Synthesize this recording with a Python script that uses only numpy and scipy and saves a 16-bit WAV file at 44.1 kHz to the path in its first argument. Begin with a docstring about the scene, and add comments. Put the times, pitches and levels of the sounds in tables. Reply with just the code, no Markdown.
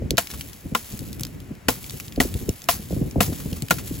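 """Mallet on an iced gate post

Outdoors, in stereo, close to an ice-coated gate post; a rubber mallet strikes it seven times.
Each blow is a short knock of the post and a crunch of shattering ice; the wire mesh sizzles and
shards patter down. Wind buffets the microphone with low, uneven thumps over faint open-field hiss."""
import sys
import numpy as np
from scipy import signal
from scipy.fft import rfft, irfft, next_fast_len
from scipy.io import wavfile
from scipy.ndimage import map_coordinates

SR = 44100
rng = np.random.default_rng(int(sys.argv[2]) if len(sys.argv) > 2 else 0)


def dump_mix(stems):
    """Bounce the given channels to the path in sys.argv[1] as a 16-bit WAV at rate SR."""
    frames = np.atleast_2d(stems).T  # one column per channel
    limited = np.clip(frames, -1, 1)  # hard clip at full scale
    pcm = np.round(limited * 32767).astype(np.int16)
    wavfile.write(sys.argv[1], SR, pcm)


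N = 176400

# Mallet blows, each with two pitches that the struck spot favours; levels are relative within a column:
# start_s, knock_db, first_hz, second_hz, thud_db, thud_hz, crunch_db, sizzle_db, fall_db
BLOWS = [(0.1798, -12.5, 700, 2500, -28, 200, -11.5, -28, -39.5),
         (0.7487, -12.5, 1045, 1400, -28.5, 230, -19.5, -31, -40),
         (1.6840, -12, 470, 900, -17.5, 256, -13.5, -24, -38),
         (2.2016, -12.5, 1950, 790, -14.5, 255, -15.5, -24.5, -39.5),
         (2.687, -10.5, 700, 1045, -31, 260, -14, -20.5, -41),
         (3.2048, -12.5, 700, 530, -17, 200, -15.5, -21, -37),
         (3.7073, -11.5, 1400, 1560, -16.5, 172, -11.5, -29, -38)]
CONTACT_S, RISE_S = 0.0017, 0.00063  # the rubber head stays on the post; rise of the knock
TOP_HZ = 15950  # upper edge of the sound


def post_knocks():
    """Each blow rings the post briefly, treble first; the struck spot decides which modes stand out."""
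    # Modes of the post: pitch_hz, relative_db, t60_s
    modes = [(485, -7, .075), (698, -3, .05), (860, -5, .04), (1045, -2, .04), (1150, -4, .03),
             (1400, -1.5, .038), (1650, -3, .024), (1950, 0, .022), (2500, 0, .014), (2950, 2.5, .016),
             (3650, -5, .03)]
    focus_db, focus_octaves = 10, .2  # lift and width of the favoured regions
    travel_s = 0.00119  # delay of a 1 kHz bending wave along the post; lower pitches arrive later
    out, t = np.zeros((2, N)), np.arange(SR // 5) / SR
    hz, level_db, t60 = np.transpose(modes)[:, :, None]
    age = t - travel_s * np.sqrt(1000 / hz)
    near = lambda focus_hz: np.exp(-(np.log2(hz / focus_hz) / focus_octaves) ** 2)
    for start_s, knock_db, first_hz, second_hz, *_ in BLOWS:
        lift_db = focus_db * (near(first_hz) + .8 * near(second_hz))
        gain = amp(level_db + lift_db + rng.normal(0, 1, hz.shape))
        detuned_hz = hz * rng.normal(1, 0.0067, hz.shape)
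        phase = 2 * np.pi * detuned_hz * age + rng.normal(0, 0.5, (2, len(hz), 1))
        ring = (gain * np.sin(phase) * envelope(age, RISE_S, CONTACT_S, t60)).sum(axis=1)
        add(out, start_s, amp(knock_db + 5) * ring / np.linalg.norm(gain))
    return out


def frame_thuds():
    """The heavy gate frame answers each blow with a dull, well-damped thud."""
    # Spectrum of the frame's rattle: frequency_hz, density_db
    rattle_spectrum = [(40, 0), (120, -6), (280, -2), (500, -5), (900, -14), (2000, -34)]
    out, t = np.zeros((2, N)), np.arange(SR // 4) / SR
    rattle = amp(-1.5) * noise(rattle_spectrum)
    for start_s, _, _, _, thud_db, thud_hz, *_ in BLOWS:
        i = round(start_s * SR)
        body = np.sin(2 * np.pi * thud_hz * t) + rattle[:, i:i + len(t)]
        add(out, start_s, amp(thud_db) * body * envelope(t, RISE_S, CONTACT_S, t60=0.1))
    return out


def shattering_ice():
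    """The ice shatters, the wire mesh sizzles and a shower of crumbs follows in flurries."""
    # Spectra of the breaking ice, the mesh and the falling crumbs: frequency_hz, density_db
    crunch_spectrum = [(200, -22), (700, 2), (1500, 4), (3000, 1.5), (5000, -1), (8000, -3), (12000, -3.5),
                       (16000, -4.5)]
    sizzle_spectrum = [(200, -33), (700, -2.5), (1500, -4.5), (3000, -5), (5000, -2.5), (8000, -2.5),
                       (12000, 0), (16000, -1.5)]
    patter_spectrum = [(200, -9), (800, -6), (1500, -7.5), (3000, -1.5), (5000, -2), (8000, 0),
                       (12000, 2.5), (16000, 1)]
    crunch_level, sizzle_level, fall_level = np.zeros((3, N))
    t = np.arange(SR) / SR
    for start_s, *_, crunch_db, sizzle_db, fall_db in BLOWS:
        add(crunch_level, start_s, amp(crunch_db) * envelope(t, rise_s=.00013, hold_s=.003, t60=.054))
        add(sizzle_level, start_s, amp(sizzle_db) * envelope(t, rise_s=.001, hold_s=.018, t60=.24))
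        add(fall_level, start_s, amp(fall_db) * envelope(t, rise_s=.11, hold_s=.2, t60=60 / 35.5))
    crunch = crunch_level * grains(crunch_spectrum, per_s=18000, scatter_db=-1.5, life_s=.00033)
    sizzle = sizzle_level * grains(sizzle_spectrum, per_s=4000, scatter_db=3, life_s=.001)
    flurries = amp(1.5 * wobble(per_s=35))
    shower = fall_level * flurries * grains(patter_spectrum, per_s=2200, scatter_db=4, life_s=.002)
    return crunch + sizzle + shower


def ice_snaps():
    """The ice coat breaks with a dry crack, followed by a trickle of crumbs."""
    # Brittle snaps of the coat: start_s, relative_db
    snaps = [(.1068, -3), (.1716, -21), (1.234, -14.5), (2.4922, -18), (3.622, -22)]
    # Spectrum of a snap: frequency_hz, density_db
    snap_spectrum = [(2000, -18), (4200, 0), (7000, -5), (11000, -9), (16000, -9)]
    level, t = np.zeros(N), np.arange(SR // 10) / SR
    crack = envelope(t, rise_s=.0003, hold_s=.001, t60=.004)
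    trickle = amp(-21) * decay(t, t60=.06)
    for start_s, level_db in snaps:
        add(level, start_s, amp(level_db - 6) * (crack + trickle))
    return level * noise(snap_spectrum)


def landing_ice():
    """Thin shards tick brightly as they land, and around 1.2 s a step crackles on icy grass; heavier lumps
    clack on the frozen ground."""
    # Shard ticks (the rows near 1.2 s are the crackle of a step on icy grass) and lumps landing: start_s,
    # relative_db, pitch_hz
    shards = [(0.1716, -11.5, 3600), (0.2718, -22.5, 3240), (0.3141, -22, 5120), (0.4103, -17.5, 3570),
              (0.532, -27, 5900), (0.9233, -25.5, 5540), (0.9917, -22, 5820), (1.13, -23.5, 5460),
              (1.1965, -22.5, 8500), (1.209, -15.5, 9000), (1.236, -26, 4300), (1.251, -20, 5070),
              (1.268, -27, 6000), (1.403, -32.5, 4600), (1.5529, -36, 12500), (1.8425, -24, 3480),
              (1.8969, -20, 4200), (1.907, -23, 6000), (2.0001, -21, 2920), (2.006, -23, 3300),
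              (2.0815, -27, 4000), (2.1235, -26.5, 4250), (2.161, -27, 4160), (2.3413, -20, 4380),
              (2.4922, -15.5, 5200), (2.6192, -24.5, 5100), (2.6413, -27, 5930), (3.111, -28.5, 3700),
              (3.53, -20, 4180), (3.622, -16, 4880), (3.685, -23, 2800), (3.701, -23, 3500)]
    lumps = [(.302, -27.5, 1495), (.337, -30.5, 1110), (3.328, -32, 1210), (3.402, -32, 1430),
             (3.566, -32, 1304), (3.784, -26.5, 1185)]
    low_hz = 1530  # thin shards radiate little below this pitch
    ticks = ice_pieces(shards, t60=0.02, scatter=0.371, crack_db=-4, crumble_db=-26.5)
    clacks = ice_pieces(lumps, t60=0.048, scatter=0.313, crack_db=-56, crumble_db=-5)
    return filtered(ticks, lambda hz: hz ** 2 / (hz ** 2 + low_hz ** 2)) + clacks


def ice_pieces(landings, t60, scatter, crack_db, crumble_db):
    """Each piece clicks with eight short modes scattered around its pitch, and crumbles a little."""
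    out, t = np.zeros((2, N)), np.arange(SR // 12) / SR
    grit_level = amp(crack_db) * decay(t, t60=.003) + amp(crumble_db) * decay(t, t60=.12)
    for start_s, level_db, pitch_hz in landings:
        hz = np.minimum(pitch_hz * np.exp(scatter * rng.standard_normal((8, 1))), TOP_HZ)
        phase = 2 * np.pi * hz * t + rng.normal(0, 1, (2, 8, 1))
        ring = (np.sin(phase) * decay(t, t60)).mean(axis=1)
        click = ring + grit_level * rng.standard_normal(len(t))
        add(out, start_s, amp(level_db + 6) * click / np.abs(click).max())
    return out


def wind_buffets():
    """A lumpy rumble on the microphone, with sudden turbulent thumps that sink in pitch."""
    # Course of the rumble: time_s, level_db
    rumble_levels = [(0, -28), (.14, -29), (.22, -43), (.29, -46), (.34, -36), (.6, -49), (.68, -37),
                     (.78, -46), (.89, -47), (.94, -36), (1.54, -37), (1.6, -50), (1.66, -41), (1.97, -38),
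                     (2.12, -43), (2.22, -28), (2.33, -35), (2.5, -35), (2.6, -52), (2.72, -38),
                     (2.87, -39), (3.02, -24), (3.12, -38), (3.22, -26), (3.38, -34), (3.58, -34),
                     (3.67, -42), (3.78, -32), (4, -36)]
    # Sudden thumps: start_s, relative_db, pitch_factor
    buffets = [(.02, -22.5, 1.2), (0.11, -18, 1.33), (.133, -22, 1.1), (0.655, -23.5, 0.76),
               (0.719, -19.5, 0.87), (0.934, -25, 0.64), (1.013, -26.5, 1.09), (1.206, -22.5, 0.61),
               (1.507, -22, 0.9), (1.934, -24, 0.67), (2.176, -12.5, 1.1), (2.249, -20, 1.2),
               (2.35, -16.5, 0.45), (2.411, -23.5, 0.64), (2.485, -13, 0.89), (2.792, -26, 0.85),
               (2.906, -20.5, 1.1), (2.926, -17, 1), (2.964, -14, 1), (2.993, -28.5, .7),
               (3.012, -12, 0.85), (3.054, -25.5, .75), (3.158, -13, 1.4), (3.177, -8, 0.5),
               (3.278, -17.5, 0.58), (3.292, -21.5, 1.3), (3.321, -21.5, 0.98), (3.455, -18.5, 0.89),
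               (3.522, -18.5, .8), (3.622, -17, 0.75), (3.906, -21, 1.08)]
    # Spectra of the rumble and of the puff of air in each thump: frequency_hz, density_db
    rumble_spectrum = [(20, -60), (45, -6), (85, -1.5), (150, -4), (280, -9), (450, -19), (700, -32),
                       (1200, -58)]
    puff_spectrum = [(30, 4), (90, 9.5), (250, -4), (450, -5), (700, -17), (1200, -34.5), (3000, -80)]
    peak_s, sag_s = 0.0067, 0.01055
    from_hz, to_hz = 373, 86.3  # the glide at a pitch factor of 1
    rumble_db = np.interp(np.arange(N) / SR, *np.transpose(rumble_levels))
    rumble = amp(rumble_db) * unit(amp(2.5 * wobble(per_s=40)) * noise(rumble_spectrum))
    thumps, puff_level = np.zeros((2, N))
    t = np.arange(SR // 10) / SR
    swell = t / peak_s * np.exp(1 - t / peak_s)
    glide_hz = to_hz + (from_hz - to_hz) * np.exp(-t / sag_s)
    for start_s, level_db, pitch_factor in buffets:
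        unsteady = np.exp(.3 * map_coordinates(rng.standard_normal(64), [t * 400], mode="nearest"))
        phase = 2 * np.pi * np.cumsum(pitch_factor * glide_hz * unsteady) / SR
        add(thumps, start_s, amp(level_db - 3) * swell * np.sin(phase))
        add(puff_level, start_s, amp(level_db - 8.5) * swell)
    return rumble + thumps + puff_level * noise(puff_spectrum)


def field_air():
    """The faint, steady hiss of an open field."""
    # Spectrum of the hiss: frequency_hz, density_db
    air_spectrum = [(30, 20.5), (200, 3), (600, 5), (1200, 1), (2400, 2), (3500, -7), (8000, -9),
                    (16000, -13.5)]
    return amp(-49.5) * noise(air_spectrum)


def grains(spectrum, per_s, scatter_db, life_s):
    """A dense stream of tiny ice clicks of uneven size."""
    onsets = rng.random(N) < per_s / SR
    sizes = onsets * amp(scatter_db * np.minimum(rng.exponential(size=N), np.pi))
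    power = signal.lfilter([1], [1, -np.exp(-2 / (life_s * SR))], sizes ** 2)
    return spread(np.sqrt(power) * rng.standard_normal((2, N)), spectrum)


def noise(spectrum):
    """Smooth stereo noise."""
    return spread(rng.standard_normal((2, N)), spectrum)


def spread(pair, spectrum):
    """Two unrelated signals become a coloured stereo sound of rms 1."""
    # Likeness of the two channels: frequency_hz, correlation (0-1)
    likeness = [(50, 1), (300, 0.4), (1000, 0.2), (3000, 0.59), (5500, 0.77), (7000, 0.82), (9000, 1),
                (16000, 0.49)]
    angle = lambda hz: np.arccos(np.clip(along(likeness, hz), 0, 1)) / 2
    response = lambda hz: amp(along(spectrum, hz)) * [np.cos(angle(hz)), np.sin(angle(hz))]
    mid, side = filtered(pair, response)
    return unit(np.array([mid + side, mid - side]))


def envelope(t, rise_s, hold_s, t60):
    """Rise, hold and decay; silent before t = 0."""
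    t = np.maximum(t, 0)
    return (1 - np.exp(-t / rise_s)) * decay(np.maximum(t - hold_s, 0), t60)


def decay(t, t60):
    """Fall by 60 dB every t60 seconds."""
    return amp(-60 * t / t60)


def amp(db):
    """Decibels to gain."""
    return 10 ** (np.asarray(db) / 20)


def unit(x):
    """Scale to rms 1."""
    return x / np.sqrt(np.mean(x ** 2) + 1e-20)


def along(points, hz):
    """Interpolate (frequency_hz, value) points on a log axis."""
    point_hz, values = np.transpose(points)
    return np.interp(np.log(hz + 1), np.log(point_hz + 1), values)


def wobble(per_s):
    """A smooth random curve with per_s knots a second."""
    knots = rng.standard_normal(int(N * per_s / SR) + 4)
    return map_coordinates(knots, [np.arange(N) * per_s / SR])


def filtered(x, response):
    """Apply a frequency response to x."""
    size = next_fast_len(N + SR // 2)
    return irfft(rfft(x, size) * response(np.fft.rfftfreq(size, 1 / SR)), size)[..., :N]


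def add(track, start_s, sound):
    """Mix a sound into a track from start_s on."""
    i = max(0, round(start_s * SR))
    track[..., i:i + sound.shape[-1]] += sound[..., :max(0, N - i)]


def scene():
    """Gate and ice close up, wind on the microphone, the open field behind."""
    gate = post_knocks() + frame_thuds()
    ice = shattering_ice() + ice_snaps() + landing_ice()
    return gate + ice + wind_buffets() + field_air()


def record(dry):
    """Stereo widening: the channels differ in level and phase. Peaks are rounded, deep bass and top cut."""
    # Left channel's level over the right: frequency_hz, level_db
    left_excess = [(100, 0), (300, 1), (700, 3.5), (3000, 2.6), (6500, 1.2), (16000, -0.5)]
    # Left channel's phase lead: frequency_hz, lead_rad
    left_lead = [(0, 0), (600, -.3), (1500, .8), (4300, .5), (5600, 1.2), (7400, 0), (8600, -3),
                 (9500, -3.3), (10400, -6), (11600, -6.4), (12700, -9.2), (13600, -9.6), (14600, -12.5),
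                 (16000, -12.6)]
    ceiling, low_cut_hz = .9, 35
    sides = np.array([[.5], [-.5]])  # each channel takes half the difference
    gain = lambda hz: amp(sides * along(left_excess, hz))
    phase = lambda hz: sides * np.interp(hz, *np.transpose(left_lead))
    widened = filtered(dry, lambda hz: gain(hz) * np.exp(1j * phase(hz)))
    rounded = widened / (1 + np.abs(widened / ceiling) ** 4) ** (1 / 4)
    low_cut = lambda hz: hz ** 3 / np.sqrt(hz ** 6 + low_cut_hz ** 6)
    top_cut = lambda hz: 1 / np.sqrt(1 + (hz / TOP_HZ) ** 160)
    return filtered(rounded, lambda hz: low_cut(hz) * top_cut(hz))


dry = scene()
out = record(dry)
dump_mix(out)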